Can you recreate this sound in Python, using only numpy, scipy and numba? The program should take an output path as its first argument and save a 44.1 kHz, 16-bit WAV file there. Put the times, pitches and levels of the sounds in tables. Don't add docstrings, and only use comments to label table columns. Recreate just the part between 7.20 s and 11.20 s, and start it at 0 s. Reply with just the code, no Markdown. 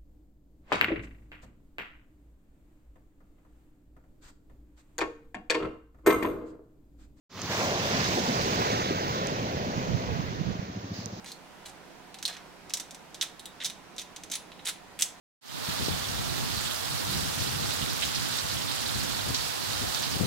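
import sys
import numpy as np
from scipy import signal
from scipy.fft import rfft, irfft
from scipy.io import wavfile
from scipy.ndimage import uniform_filter1d, map_coordinates
from numba import njit

SR = 44100
rng = np.random.default_rng(int(sys.argv[2]) if len(sys.argv) > 2 else 0)


def generate_wav(sig):
    pcm = np.round(np.clip(np.atleast_2d(sig).T, -1, 1) * 32767).astype(np.int16)
    wavfile.write(sys.argv[1], SR, pcm)


N = 176400

# f/Hz, level/dB
FAR_SURF_EQ = [(40, -23), (150, -6), (450, 3.5), (700, 2), (1100, -3), (2000, -4.5), (3500, -18.5),
               (6500, -15), (15000, -45)]
# t/s, then level/dB of rumble, gurgle, wash, splash, hiss
WAVE_LEVELS = [(.29,-6,-13.5,-6.5,-9,-4), (.32,-6,-0.5,-2.5,0.5,1.5), (.44,-1.5,2,3.5,-1,.5),
               (.55,-1,2.5,-1.5,-2.7,-2), (.65,-1.5,-1,-1.5,-1.5,0.3), (.78,1.5,1,.5,2,0.3),
               (.97,0,-3.5,0.5,-1.5,0.9), (1.1,0.5,1.5,0,-1,0.3), (1.27,2.5,-3,2,-1.9,0.2),
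               (1.5,-1,1.5,1,0,-1.3), (1.72,-.5,-2,-2.5,-2.2,-4.5), (1.95,-1.5,-4,-2.5,-4.5,-4.5),
               (2.2,-0.3,-1,-5.5,-6.3,-7.5), (2.5,-1.3,-3.5,-7,-8.5,-8.5), (2.8,-1,-3.5,-6.5,-8,-9),
               (3.25,-7,-11.5,-11,-12,-13.5), (3.5,-8.5,-15,-14,-18,-16.5), (3.7,-12.5,-17,-17,-20,-16.5),
               (4,-11,-16,-17,-25,-15.5)]
REGISTER_CENTRES = [280, 620, 1150, 1900, 5000]
# f/Hz, level/dB
WATER_EQ = [(20, -18), (40, -15), (62, -8), (120, 3), (220, -0.5), (310, -3), (400, -2.5), (600, -1),
            (850, -4.5), (1100, -4), (1300, -7), (2000, -8), (3000, -11.5), (4500, -11.5), (6500, -13.5),
            (15000, -22)]
# t/s, left microphone delay/ms, relative source width, hiss left minus right/dB
WAVE_BEARING = [(.2, 0.019, 0.21, 1), (.4, 0.22, 1.4, 3.5), (.8, 0.31, 1.5, -0.5), (1.2, 0.4, 1.9, -2.5),
                (1.55, .47, 0.34, -1), (1.85, 0.45, 0.35, -1), (2.2, .41, 1.1, 0.5), (3, 0.4, 1.2, 1),
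                (3.5, 0.45, 1.3, 0), (4, 0.31, 2, 1)]
# f/Hz, share common to both sides at width 1 (0-1), left minus right/dB
WATER_IMAGE = [(100, 1, -.5), (400, 0.96, -0.5), (800, 0.89, 0), (1240, 0.93, -1.5), (1960, 0.31, -3.5),
               (3370, 0.18, -6.5), (5500, 0.02, -4), (7000, 0.02, -2), (9500, 0.05, 0.5)]
# f/Hz, level/dB
SIZZLE_EQ = [(3000, -30), (6000, 2), (7200, 5), (8500, -3), (10000, -9.5), (13500, -9), (16000, -16)]
# f/Hz, bandwidth/Hz, level/dB
EXHAUST_MODES = [(108.3, 32, 2), (175.4, 41, 1), (273, 30, -10)]
# t/s, level/dB
BOAT_LEVEL = [(.2, -42.5), (1.2, -39.5), (2.3, -42), (3.2, -42.5), (3.7, -39.5), (4, -43)]
# t/s, left peak level/dB, right peak level/dB
TICK_CUES = [(.2178, -36, -13.5), (.219, -18, -30), (2.0716, -46, -13.5), (3.859, -46, -13.5)]
# f/Hz, level/dB
TICK_EQ = [(2000, -30), (4000, -6), (5500, 3), (6400, 9.5), (7500, -1), (9000, -9), (12000, -21),
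           (16000, -27)]
# t/s, level/dB, f/Hz
SLAP_CUES = [(.735, -29.5, 227), (0.793, -30, 213), (0.971, -21, 464), (1.078, -25, 250),
             (1.388, -24.5, 200), (1.706, -25, 350)]
# t/s, level/dB
GUST_LEVEL = [(2.2, -43), (2.5, -38.5), (2.63, -35), (2.7, -28.5), (2.8, -29), (2.87, -35), (2.94, -30),
              (3.04, -36), (3.14, -40), (3.2, -33), (3.37, -35.5), (3.46, -60)]
# f/Hz, level/dB
WIND_EQ = [(5, -50), (20, -14), (40, -10), (70, -0.5), (125, 0), (190, -0.5), (280, -16.5), (500, -20),
           (1500, -78)]
# t/s, peak level/dB, f/Hz, half-length/cycles
EDDY_CUES = [(2.583, -20, 140, 0.74), (2.746, -18, 130, .8), (2.915, -24, 105, 0.65),
             (3.0, -20.5, 170, 1.1), (3.087, -21.5, 135, .8), (3.215, -16.5, 153, 1.1),
             (3.305, -23, 165, 0.59), (3.396, -19.5, 140, 0.53)]
# f/Hz, level/dB
BRUSH_EQ = [(800, -5), (2000, -3), (2700, -3), (3400, -5), (4600, 5.5), (6500, -2), (15000, -12)]
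# f/Hz, level/dB
TREBLE_EQ = [(20, 2), (6500, 0), (7500, -12), (8300, -23.5), (10000, -19), (14000, -19), (14900, 1.5),
             (16000, -10)]

WIND_LEFT_DB = -19
TIME, BIN_HZ = np.arange(N) / SR, np.arange(N // 2 + 1) * SR / N
PAN = np.array([[.5], [-.5]])


def undb(db):
    return 10 ** (np.asarray(db) / 20)


def unit(x):
    return x / np.sqrt(np.mean(x ** 2))


def curve(table, column=1):
    rows = np.array(table, float)
    return np.interp(TIME, rows[:, 0], rows[:, column])


def over_hz(table, hz, column=1):
    rows = np.array(table, float)
    return np.interp(np.log(hz + 1), np.log(rows[:, 0]), rows[:, column])


def eq(x, table):
    return irfft(rfft(x) * undb(over_hz(table, BIN_HZ)), N)


def drift(rate_hz):
    hold = max(int(SR / rate_hz), 1)
    steps = np.repeat(rng.standard_normal(N // hold + 1), hold)
    return unit(uniform_filter1d(uniform_filter1d(steps, hold), hold)[:N])


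def resonate(x, hz, width_hz):
    return signal.lfilter(*signal.iirpeak(hz, hz / width_hz, fs=SR), x)


def far_surf():
    return unit(eq(rng.standard_normal((2, N)), FAR_SURF_EQ)) * undb(-50)


@njit
def ring_bubbles(starts, hz, gains, cycles, rise):
    out = np.zeros(N)
    for k in range(len(starts)):
        length, phase = cycles * SR / hz[k], 0.
        for i in range(min(int(length), N - starts[k])):
            phase += 2 * np.pi * hz[k] / SR * (1 + rise * i / length)
            out[starts[k] + i] += gains[k] * np.exp(-5 * i / length) * np.sin(phase)
    return out


def froth():
    bubbles_per_s, scatter_db, spray_db = 5000, 2.5, 2
    when, pitch, strength = rng.random((int(bubbles_per_s * N / SR), 3)).T
    hz = (14 + 110 * pitch) ** 2
    accent_db = scatter_db * np.minimum(-np.log(1 - strength), 5)
    gains = hz ** .75 * undb(accent_db)
    bubbles = ring_bubbles((when * N).astype(np.int64), hz, gains, cycles=16.9, rise=.12)
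    spray = undb(spray_db) * rng.standard_normal(N)
    return unit(unit(bubbles - bubbles.mean()) + spray)


def from_shore(x):
    delay_samples = curve(WAVE_BEARING) * SR / 1000
    left = map_coordinates(x, [np.arange(N) - delay_samples], mode="mirror")
    return np.array([left, x])


def breaking_wave():
    trim_db, flicker_db, slosh_db, settle_s = -28.5, 1.17, .34, 6.6
    tone = unit(undb(over_hz(WATER_EQ, BIN_HZ))) * undb(PAN * over_hz(WATER_IMAGE, BIN_HZ, column=2))
    direct = rfft(from_shore(froth())) * tone
    diffuse = rfft(np.array([froth(), froth()])) * tone
    registers_db = np.array([curve(WAVE_LEVELS, column=k + 1) for k in range(5)])
    width = curve(WAVE_BEARING, column=2)
    hiss_pan_db = PAN * curve(WAVE_BEARING, column=3)
    churn_db = flicker_db * np.exp(-TIME / settle_s)
    sway_db = slosh_db * drift(rate_hz=14)
    centres = np.geomspace(100, 14000, 15)
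    out = 0
    for hz, pick in zip(centres, np.eye(len(centres))):
        window = np.interp(np.log(BIN_HZ + 1), np.log(centres), pick)
        shared = over_hz(WATER_IMAGE, hz) ** width
        band = np.sqrt(shared) * irfft(direct * window, N)
        band += np.sqrt(1 - shared) * irfft(diffuse * window, N)
        blend = np.array([np.interp(np.log(hz), np.log(REGISTER_CENTRES), row) for row in np.eye(5)])
        ride_db = blend @ registers_db + blend[-1] * hiss_pan_db
        out += band * undb(ride_db + sway_db + churn_db * drift(rate_hz=25.06))
    return out * undb(trim_db)


def sizzle():
    grains_per_s, base_db, pan_db, expansion = 5000, -49, -4.5, 2.3
    grains = rng.standard_normal((2, N)) * (rng.random((2, N)) < grains_per_s / SR)
    hiss_db = curve(WAVE_LEVELS, column=5)
    level_db = base_db + expansion * hiss_db + drift(rate_hz=39.7)
    return unit(eq(grains, SIZZLE_EQ)) * undb(level_db + PAN * pan_db)


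def boat():
    first_s, period_s, jitter_s = .162, .0725, .0007
    lead_s, lead_jitter_s, lead_db, lead_scatter_db = .01, .0012, -5, 3
    chuff_s, chuff_gain, chuff_floor = .0076, .4, .08
    firings = np.arange(first_s, N / SR, period_s)
    thud_slip, thud_db, lead_accent, lead_slip = rng.standard_normal((len(firings), 4)).T
    thuds = firings + jitter_s * thud_slip
    leads = thuds - lead_s + lead_jitter_s * lead_slip
    pulses = np.zeros(N)
    for when, db in ((thuds, thud_db), (leads, lead_db + lead_scatter_db * lead_accent)):
        pulses[np.clip((when * SR).astype(int), 0, N - 1)] = undb(db)
    from_firing_s = (TIME - first_s + period_s / 2) % period_s - period_s / 2
    gas = (np.exp(-(from_firing_s / chuff_s) ** 2) + chuff_floor) * rng.standard_normal(N)
    drive = unit(pulses) + chuff_gain * unit(gas)
    pipe = sum(undb(db) * resonate(drive, hz, width_hz) for hz, width_hz, db in EXHAUST_MODES)
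    thud_band = signal.butter(3, [78, 299], "bandpass", fs=SR, output="sos")
    return unit(signal.sosfilt(thud_band, pipe)) * undb(curve(BOAT_LEVEL))


def casing_ticks():
    out = 0
    for at, left_db, right_db in TICK_CUES:
        tick = eq(signal.unit_impulse(N, int(at * SR)), TICK_EQ)
        out += tick / tick.max() * undb([[left_db], [right_db]])
    return out


def slaps():
    attack_s, decay_s, relative_width = .0019, .015, .59
    out = 0
    for at, db, hz in SLAP_CUES:
        age = np.maximum(TIME - at, 0)
        envelope = np.minimum(age / attack_s, 1) * np.exp(-np.maximum(age - attack_s, 0) / decay_s)
        body = rng.standard_normal(N)
        for _ in range(2):
            body = resonate(body, hz, relative_width * hz)
        out += undb(db) * unit(body) * envelope
    return from_shore(out)


def gust():
    buffet_db = 3
    left, right = (eq(rng.standard_normal(N), WIND_EQ) * undb(buffet_db * drift(rate_hz=34.7))
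                   for _ in range(2))
    return np.array([undb(WIND_LEFT_DB) * unit(left), unit(right)]) * undb(curve(GUST_LEVEL))


def eddy_bumps():
    out = 0
    for at, db, hz, half_length in EDDY_CUES:
        cycles = (TIME - at) * hz
        out -= undb(db) * np.exp(-(cycles / half_length) ** 2) * np.cos(2 * np.pi * cycles)
    return out * undb([[WIND_LEFT_DB], [0]])


def brush():
    start_s, end_s, attack_s, release_s = 3.725, 3.88, .017, .074
    level_db, pan_db = -45, -5
    touch = np.clip((TIME - start_s) / attack_s, 0, 1) * np.clip((end_s - TIME) / release_s, 0, 1)
    rustle = eq(rng.standard_normal((2, N)), BRUSH_EQ)
    return unit(eq(rustle, TREBLE_EQ)) * touch * undb(level_db + PAN * pan_db)


def scene():
    water = eq(breaking_wave() + far_surf(), TREBLE_EQ) + sizzle() + slaps()
    return water + boat() + gust() + eddy_bumps() + casing_ticks() + brush()


def record(dry):
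    fade_start_s, fade_length_s, high_cut_hz = .093, .18, 15700
    fade = np.clip((TIME - fade_start_s) / fade_length_s, 0, 1)
    return signal.sosfilt(signal.ellip(10, .2, 80, high_cut_hz, fs=SR, output="sos"), dry * fade)


dry = scene()
out = record(dry)
generate_wav(out)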